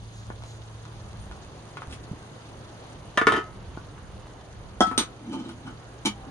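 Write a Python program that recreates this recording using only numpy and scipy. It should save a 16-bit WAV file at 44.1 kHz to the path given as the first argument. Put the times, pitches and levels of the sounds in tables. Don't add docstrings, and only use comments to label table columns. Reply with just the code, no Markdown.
import sys
import numpy as np
from scipy import signal
from scipy.fft import rfft, irfft, next_fast_len
from scipy.io import wavfile
from scipy.ndimage import uniform_filter1d, map_coordinates

SR = 44100
rng = np.random.default_rng(int(sys.argv[2]) if len(sys.argv) > 2 else 0)


def output_pcm(signal):
    pcm = np.clip(np.atleast_2d(signal).T, -1, 1) * 32767
    wavfile.write(sys.argv[1], SR, np.round(pcm).astype(np.int16))


def magnitude_from_level(level_db):
    exponent = np.asarray(level_db, float) / 20
    return 10 ** exponent


N = 278041

# f/Hz, level/dB, t60/s; the very short ones stand for the crowd of unresolved modes
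POT_MODES = [
    [(194.4, 1.5, 0.073), (262, 0, 0.092), (310, 2.5, 0.15), (342, 5, 0.022)],
    [(730, 1, 0.06), (1106, -5, 0.074), (1308, -7, 0.53), (1407, -2, 0.066), (1497, -6.5, 0.13),
     (1630, -10, 0.1), (1920, -17, 0.16), (1200, 10, 0.0046)],
    [(2580, -9, 0.1), (2630, -4, 0.065), (3270, 2, 0.1), (3590, 2, 0.1), (3900, 26, 0.0014)],
    [(6412, 0, 0.1), (7100, 13, 0.08), (8850, -8, 0.097), (9300, -4, 0.052), (5200, 40, 0.002),
     (9500, 44, 0.0027)],
]
# f/Hz, level/dB, t60/s
HANDLE_MODES = [
    [(206, -7.5, 0.29), (301, -2, 0.094), (262, -17, 0.03)],
    [(900, -5, 0.085), (1120, -13, 0.11), (1244, -10.5, 0.11), (1567, -14, 0.13), (1100, 5, 0.0015)],
    [(2306, -1, 0.07), (3060, 8, 0.06), (3860, 1, 0.06), (4530, -4, 0.07), (3570, 24, 0.00082)],
    [(5243, 4, 0.094), (6090, 15, 0.059), (6840, 5.5, 0.19), (8543, -20, 0.25), (6080, -15, 0.00081),
     (9200, 27, 0.0017)],
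]
# t/s, hold/s, pressure level/dB
DRAG_STROKES = [
    (5.319, 0.059, -49.5),
    (5.479, 0.0051, -50.5),
    (5.674, 0.013, -55),
]
# t/s, level/dB
BOIL_VIGOUR = [(0, -2), (1.2, 1), (2.6, 2), (3.5, 1), (4.6, 0), (5.4, 0), (6.3, 2)]


def unit(x):
    return x / np.sqrt(np.mean(x ** 2) + 1e-20)


def along(points, hz):
    f, v = np.transpose(points)
    return np.interp(np.log(hz + 1), np.log(f + 1), v)


def curves(rows):
    s, *cols = np.transpose(rows)
    return [np.interp(np.arange(N) / SR, s, c) for c in cols]


def wobble(rate):
    knots = rng.standard_normal(int(N * rate / SR) + 4)
    return map_coordinates(knots, [np.arange(N) * rate / SR])


def tone(hz):
    return np.sin(2 * np.pi * np.cumsum(hz) / SR)


def filtered(x, response):
    m = next_fast_len(x.shape[-1] + SR // 2)
    return irfft(rfft(x, m) * response(np.fft.rfftfreq(m, 1 / SR)), m)[..., :x.shape[-1]]


def swell(strokes, rise_db_s, fall_db_s):
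    t = np.arange(N) / SR
    gain = 0
    for s, hold, db in strokes:
        early = np.maximum(s - t, 0)
        late = np.maximum(t - s - hold, 0)
        gain = gain + magnitude_from_level(db - rise_db_s * early - fall_db_s * late)
    return gain


def alternating(modes):
    return (-1.) ** np.arange(len(modes))


def ringing(force, modes, gains, damping=0):
    def response(f):
        soft = (1 + 1j * f / (1.3 * max(modes)[0])) ** -2
        total = 0
        for g, (c, db, t60) in zip(gains, modes):
            loss = np.log(1000) / np.pi * (1 / max(t60, 1e-4) + damping)
            total = total + g * magnitude_from_level(db) * 1j * f / (c * c - f * f + 1j * f * loss)
        return soft * total
    return filtered(force, response)


def contacts(rows, body, chatter, chatter_s, clink_db, scatter_db, damping):
    out, t = np.zeros(N + SR), np.arange(SR // 2) / SR
    push = 1. 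* (t == 0)
    for s, db, belly_db, hard_db in rows:
        for modes, part_db in zip(body, (belly_db, 0, hard_db, hard_db + clink_db)):
            rattle = chatter * rng.standard_normal(len(t)) * magnitude_from_level(-60 * t / max(chatter_s, .002))
            gains = magnitude_from_level(rng.normal(0, scatter_db, len(modes))) * alternating(modes)
            ring = ringing(push, modes, gains, damping) + ringing(rattle, modes, gains, damping + 35)
            out[round(s * SR):][:len(t)] += magnitude_from_level(db + part_db - 9.5) * ring / np.std(ring[:SR // 100])
    return out[:N]


def rubbing(pressure, body, parts_db, bumpy_db, damping):
    on = pressure > magnitude_from_level(-100)
    grit = (rng.standard_normal(N) * magnitude_from_level(bumpy_db * wobble(70)))[on]
    rub = 0
    for modes, db in zip(body, parts_db):
        rub = rub + magnitude_from_level(db) * unit(ringing(grit, modes, alternating(modes), damping))
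    out = np.zeros(N)
    out[on] = pressure[on] * rub
    return out


def rush(spectrum, patchy_db, crackle, wide=6, long=10):
    # f/Hz, share of the power common to both ports (0..1)
    common_share = [(40, 0.73), (120, 0.99), (300, 0.85), (700, 0.53), (1500, 0.3), (4000, 0.072),
                    (10000, 0.067)]
    raw = rng.standard_normal((3, N))
    raw[0] += crackle * rng.exponential(1, N) * (rng.random(N) < 60 / SR)
    z = signal.stft(raw, nperseg=512)[2]
    field = uniform_filter1d(rng.standard_normal(z.shape[1:]), size=wide, axis=0)
    field = uniform_filter1d(field, size=long, axis=1)
    raw = signal.istft(z * magnitude_from_level(patchy_db * unit(field)), nperseg=512)[1][:, :N]

    def colour(hz):
        share = np.clip(along(common_share, hz), 0, 1)
        return magnitude_from_level(along(spectrum, hz)) * np.sqrt([share, 1 - share, 1 - share])

    same, left, right = filtered(raw, colour)
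    return unit(np.array([same + left, same + right]))


def fire():
    # f/Hz, level/dB
    rumble = [(12, -62), (20, -13.5), (54, 2), (86, 0.5), (119, -6), (173, -15), (200, -3.5), (260, -75),
              (440, -120)]
    return magnitude_from_level(-49.5 + 4.5 * wobble(5.1)) * rush(rumble, patchy_db=0.8, crackle=.01)


def broth():
    # f/Hz, level/dB
    bubbling = [(88, -13), (150, 2.5), (172, -6.5), (334, -6), (563, -7.5), (770, -9), (1050, -10),
                (1750, -16.5), (2400, -22.5), (3120, -21.5), (5280, -120)]
    boil_db, = curves(BOIL_VIGOUR)
    return magnitude_from_level(-49 + boil_db + 0.077 * wobble(9)) * rush(bubbling, patchy_db=1.08, crackle=3.6)


def fat():
    # f/Hz, level/dB
    fizz = [(1200, -27), (2200, -8.5), (3500, 1), (4700, -2), (5400, -6.5), (6600, -0.5), (7500, -14),
            (9300, -6), (10500, -12.5), (11700, -22), (13000, -45), (15500, -45), (22000, -90)]
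    boil_db, = curves(BOIL_VIGOUR)
    lid_on_s, muffle_db = 3.4, -2
    lid_db = muffle_db * (np.arange(N) / SR > lid_on_s)
    level_db = -57.5 + 0.24 * boil_db + lid_db + 0.19 * wobble(60)
    return magnitude_from_level(level_db) * rush(fizz, patchy_db=2.0, crackle=19.0, wide=40, long=2)


def motor():
    # t/s, f/Hz, level/dB
    drift = [(0, 111, -45.5), (.9, 110.6, -45.5), (1.3, 111, -51), (3.2, 112.2, -53), (5.1, 114, -53),
             (6.3, 115.5, -52)]
    hum_hz, hum_db = curves(drift)
    return magnitude_from_level(hum_db + 3 + 0.47 * wobble(1.8)) * tone(hum_hz + 1.46 * wobble(8))


def swish():
    # t/s, hold/s, level/dB
    swishes = [
        (.16, 0.049, -57.5),
        (.49, 0.018, -54.5),
    ]
    modes = [(4000, 5, 0.0038), (5200, -3, 0.0061), (6600, 9.5, 0.0028)]  # f/Hz, level/dB, t60/s
    return swell(swishes, 200, 170) * unit(ringing(rng.standard_normal(N), modes, (1, -1, 1)))


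def stirring():
    # t/s, peak level/dB, belly share level/dB, edge share level/dB
    bumps = [(.302, -32, 2, -23), (.422, -43, -22, -4), (.437, -38.5, -19, -3.5), (.853, -42.5, -16, -3),
             (1.313, -37, -25, -11), (1.771, -29.5, -28, -11.5), (1.82, -30.5, -24, -27),
             (1.831, -44, -12, -8), (1.912, -52, -7, 8), (1.926, -46, -1, 8), (2.039, -53, -10, 6),
             (2.16, -46, -12, -10), (3.773, -33, 5.5, -25), (3.979, -44, -16, -21)]
    return contacts(bumps, POT_MODES, chatter=0.053, chatter_s=0.027, clink_db=-12, scatter_db=5.7, damping=90)


def bird():
    # t/s, f/Hz, level/dB, length/s
    chirps = [
        (1.195, 9700, -56, 0.052),
        (1.232, 9200, -62, 0.037),
    ]
    out, t = np.zeros(N), np.arange(N) / SR
    for s, hz, db, length in chirps:
        u = np.clip((t - s) / length, 0, 1)
        out += magnitude_from_level(db) * np.sin(np.pi * u) ** 2 * tone(hz * (1 - 0.038 * u))
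    return out


def thuds():
    # t/s, f/Hz, peak level/dB, t60/s
    bumps = [
        (1.876, 74.4, -34.5, 0.23),
        (2.114, 166, -24.5, 0.059),
        (2.131, 280, -31.5, 0.049),
        (6.27, 266, -37.5, 0.14),
    ]
    out = 0
    for s, hz, db, t60 in bumps:
        age = np.maximum(np.arange(N) / SR - s, 0)
        out = out + magnitude_from_level(db - 60 * age / t60) * np.sin(2 * np.pi * hz * age)
    return out


def wall_scrape():
    # t/s, hold/s, pressure level/dB
    strokes = [
        (1.9, 0.013, -67),
        (1.93, 0.0056, -49),
    ]
    return rubbing(swell(strokes, 1000, 760), POT_MODES, parts_db=(11, -3, 0.5, -1.0), bumpy_db=4.5, damping=210)


def lid():
    # f/Hz, level/dB, t60/s
    lid_modes = [
        [(296, -14, 0.096), (447, 4.5, 0.11), (332, 11.5, 0.0095)],
        [(690, 6.5, 0.024), (958, 6.5, .04), (1203, -1, 0.21), (1280, -7, 0.43), (1408, 5, 0.069),
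         (1653, -3, 0.07), (1755, 6, 0.09), (2060, -15, 0.49), (1230, 16.5, 0.0035)],
        [(2393, -7, 0.084), (2700, 1, 0.045), (2800, 1, 0.072), (3130, 12.5, 0.02), (3500, -8, 0.2),
         (3760, 0, 0.09), (3050, 28.5, 0.00063)],
        [(4780, 0, 0.045), (5400, -25, 0.034), (6550, 1, 0.06), (6200, 23.5, 0.00053), (9200, 20.5, 0.0023)],
    ]
    # t/s, peak level/dB, belly share level/dB, edge share level/dB
    bounces = [(3.174, -11.5, -8, -6.5), (3.179, -11, -20, -20), (3.214, -13.5, -3, -18),
               (3.2695, -5, -3.5, -13.5), (3.286, -17, -2, -16), (3.321, -15, -14, -8.5),
               (3.339, -15, -14.5, -26), (3.364, -22.5, -12, -6.5)]
    # t/s, hold/s, pressure level/dB
    grind = [
        (3.29, 0.093, -29),
    ]
    clatter = contacts(bounces, lid_modes, chatter=0.12, chatter_s=0.035, clink_db=-9.5, scatter_db=2.5,
                       damping=0.51)
    return clatter + rubbing(swell(grind, 810, 430), lid_modes, parts_db=(-1.5, -3.5, -13.5, -38),
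                             bumpy_db=0.5, damping=14.0)


def knocking():
    # t/s, peak level/dB, belly share level/dB, edge share level/dB
    knocks = [
        (4.806, -6.5, -3, -8),
        (4.87, -36, 12.5, 2),
        (4.913, -26.5, 1.5, -15),
        (5.492, -38.5, 2, -3),
        (5.673, -34.5, -13, -21),
    ]
    return contacts(knocks, POT_MODES, chatter=0.07, chatter_s=0.12, clink_db=-6, scatter_db=5.0, damping=0.71)


def spoon_clink():
    # f/Hz, level/dB, t60/s
    spoon_modes = [
        [(230.2, -6, 0.079), (290, 10, 0.029), (280, 3.5, 0.0071)],
        [(1091, -18, 0.23), (1250, 3, 0.068), (1480, -13, 0.2), (2020, -10, 0.16), (1150, 23.5, 0.00063)],
        [(2950, 7, 0.061), (3160, -19, 0.052), (3390, -15, 0.12), (3750, 9, 0.12), (4570, -1, 0.055),
         (3880, 31, 0.0017)],
        [(6045, 9.5, 0.13), (6230, 1.5, 0.064), (6600, -6, 0.25), (8700, 12.5, 0.031), (10250, -2, 0.11),
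         (11730, -2, 0.064), (5800, -16, 0.0013), (9200, -10, 0.0017)],
    ]
    # t/s, peak level/dB, belly share level/dB, edge share level/dB
    clinks = [
        (4.978, -20.5, 5, 8.5),
        (4.991, -21.5, -5.5, -13),
        (5.009, -28, 5, -6),
    ]
    return contacts(clinks, spoon_modes, chatter=0.066, chatter_s=0.12, clink_db=-1.5, scatter_db=3.0, damping=1.5)


def moan():
    spread_s = 0.021
    moan_hz, moan_db = 267.4, 13.5
    strokes = []
    for (s, hold, db), start_db in zip(DRAG_STROKES, [0.5, -3.5, -4]):
        strokes.append((s - spread_s, hold + 2 * spread_s, db + moan_db + start_db))
    pressure = swell(strokes, 215, 260)
    edge = unit(ringing(rng.standard_normal(N), [(3060, 0, .04)], (1,)))
    out = swell(DRAG_STROKES, 470, 400) * magnitude_from_level(-3.5) * edge
    for ratio, level_db in [(.8, -5.5), (.98, -0.6), (1.17, -4)]:
        level = magnitude_from_level(level_db + 1.1 * wobble(60))
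        out = out + pressure * level * tone(moan_hz * (ratio + 0.091 * wobble(60)))
    return out


def spoon_drag():
    return rubbing(swell(DRAG_STROKES, 260, 450), HANDLE_MODES, parts_db=(5.5, 1, -2, -13.5),
                   bumpy_db=5.5, damping=14.0)


def lay_down():
    # t/s, peak level/dB, belly share level/dB, edge share level/dB
    taps = [
        (6.051, -28, 10, 2),
        (6.057, -24.5, 1.9, 9.7),
        (6.065, -24, 6.4, 2.9),
    ]
    return contacts(taps, HANDLE_MODES, chatter=0.091, chatter_s=0.077, clink_db=-6.5, scatter_db=2.5, damping=1.9)


def steam():
    # t/s, hold/s, level/dB
    whistle = [
        (6.16, .3, -53),
    ]
    return swell(whistle, 400, 400) * magnitude_from_level(1.7 * wobble(30)) * tone(790 + 6 * wobble(22))


def shack(x):
    # f/Hz, t60/s
    decay = [(200, 0.077), (2000, 0.14), (10000, 0.11)]
    # f/Hz, level/dB
    colour = [(150, -28), (800, -6), (20000, -9)]
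    hz, t, z = signal.stft(rng.standard_normal((2, SR // 3)), SR, nperseg=256)
    fade_db = along(colour, hz)[:, None] - 60 * t / along(decay, hz)[:, None]
    tail = signal.istft(z * magnitude_from_level(fade_db), SR, nperseg=256)[1]
    delayed = np.pad(x, (150, 0))[None]
    return signal.fftconvolve(delayed, tail / np.linalg.norm(tail[0]), axes=1)[:, :N]


def scene():
    # t/s, lead of the left port/ms
    lead = [(0, .19), (1.7, 0.099), (2.2, 0.13), (2.9, 0.14), (3.2, .036), (4.3, 0.012), (4.7, 0.12),
            (6.3, 0.14)]
    hearth = fire() + broth() + fat() + motor() + swish() + steam()
    metal = stirring() + thuds() + wall_scrape() + lid() + knocking() + spoon_clink()
    metal += moan() + spoon_drag() + lay_down()
    both = metal * magnitude_from_level([[-.3], [.3]]) + magnitude_from_level(-3.0) * shack(metal)
    both = both + (hearth + bird()) * magnitude_from_level([[-.4], [.4]])
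    late = np.arange(N) - curves(lead)[0] * SR / 1000
    return np.array([both[0], map_coordinates(both[1], [late], mode="nearest")])


def low_pass(x):
    return signal.sosfilt(signal.butter(12, 12680, fs=SR, output="sos"), x)


def record(dry):
    # f/Hz, level/dB
    mic = [(20, 2), (11500, 0.5), (12300, -10), (13000, -14), (15300, -5), (16000, -50), (22050, -60)]
    squeezed = dry / (1 + np.abs(dry / 1.05) ** 4) ** (1 / 4)
    mix = filtered(squeezed, lambda hz: magnitude_from_level(along(mic, hz)))
    return low_pass(mix)


dry = scene()
out = record(dry)
output_pcm(out)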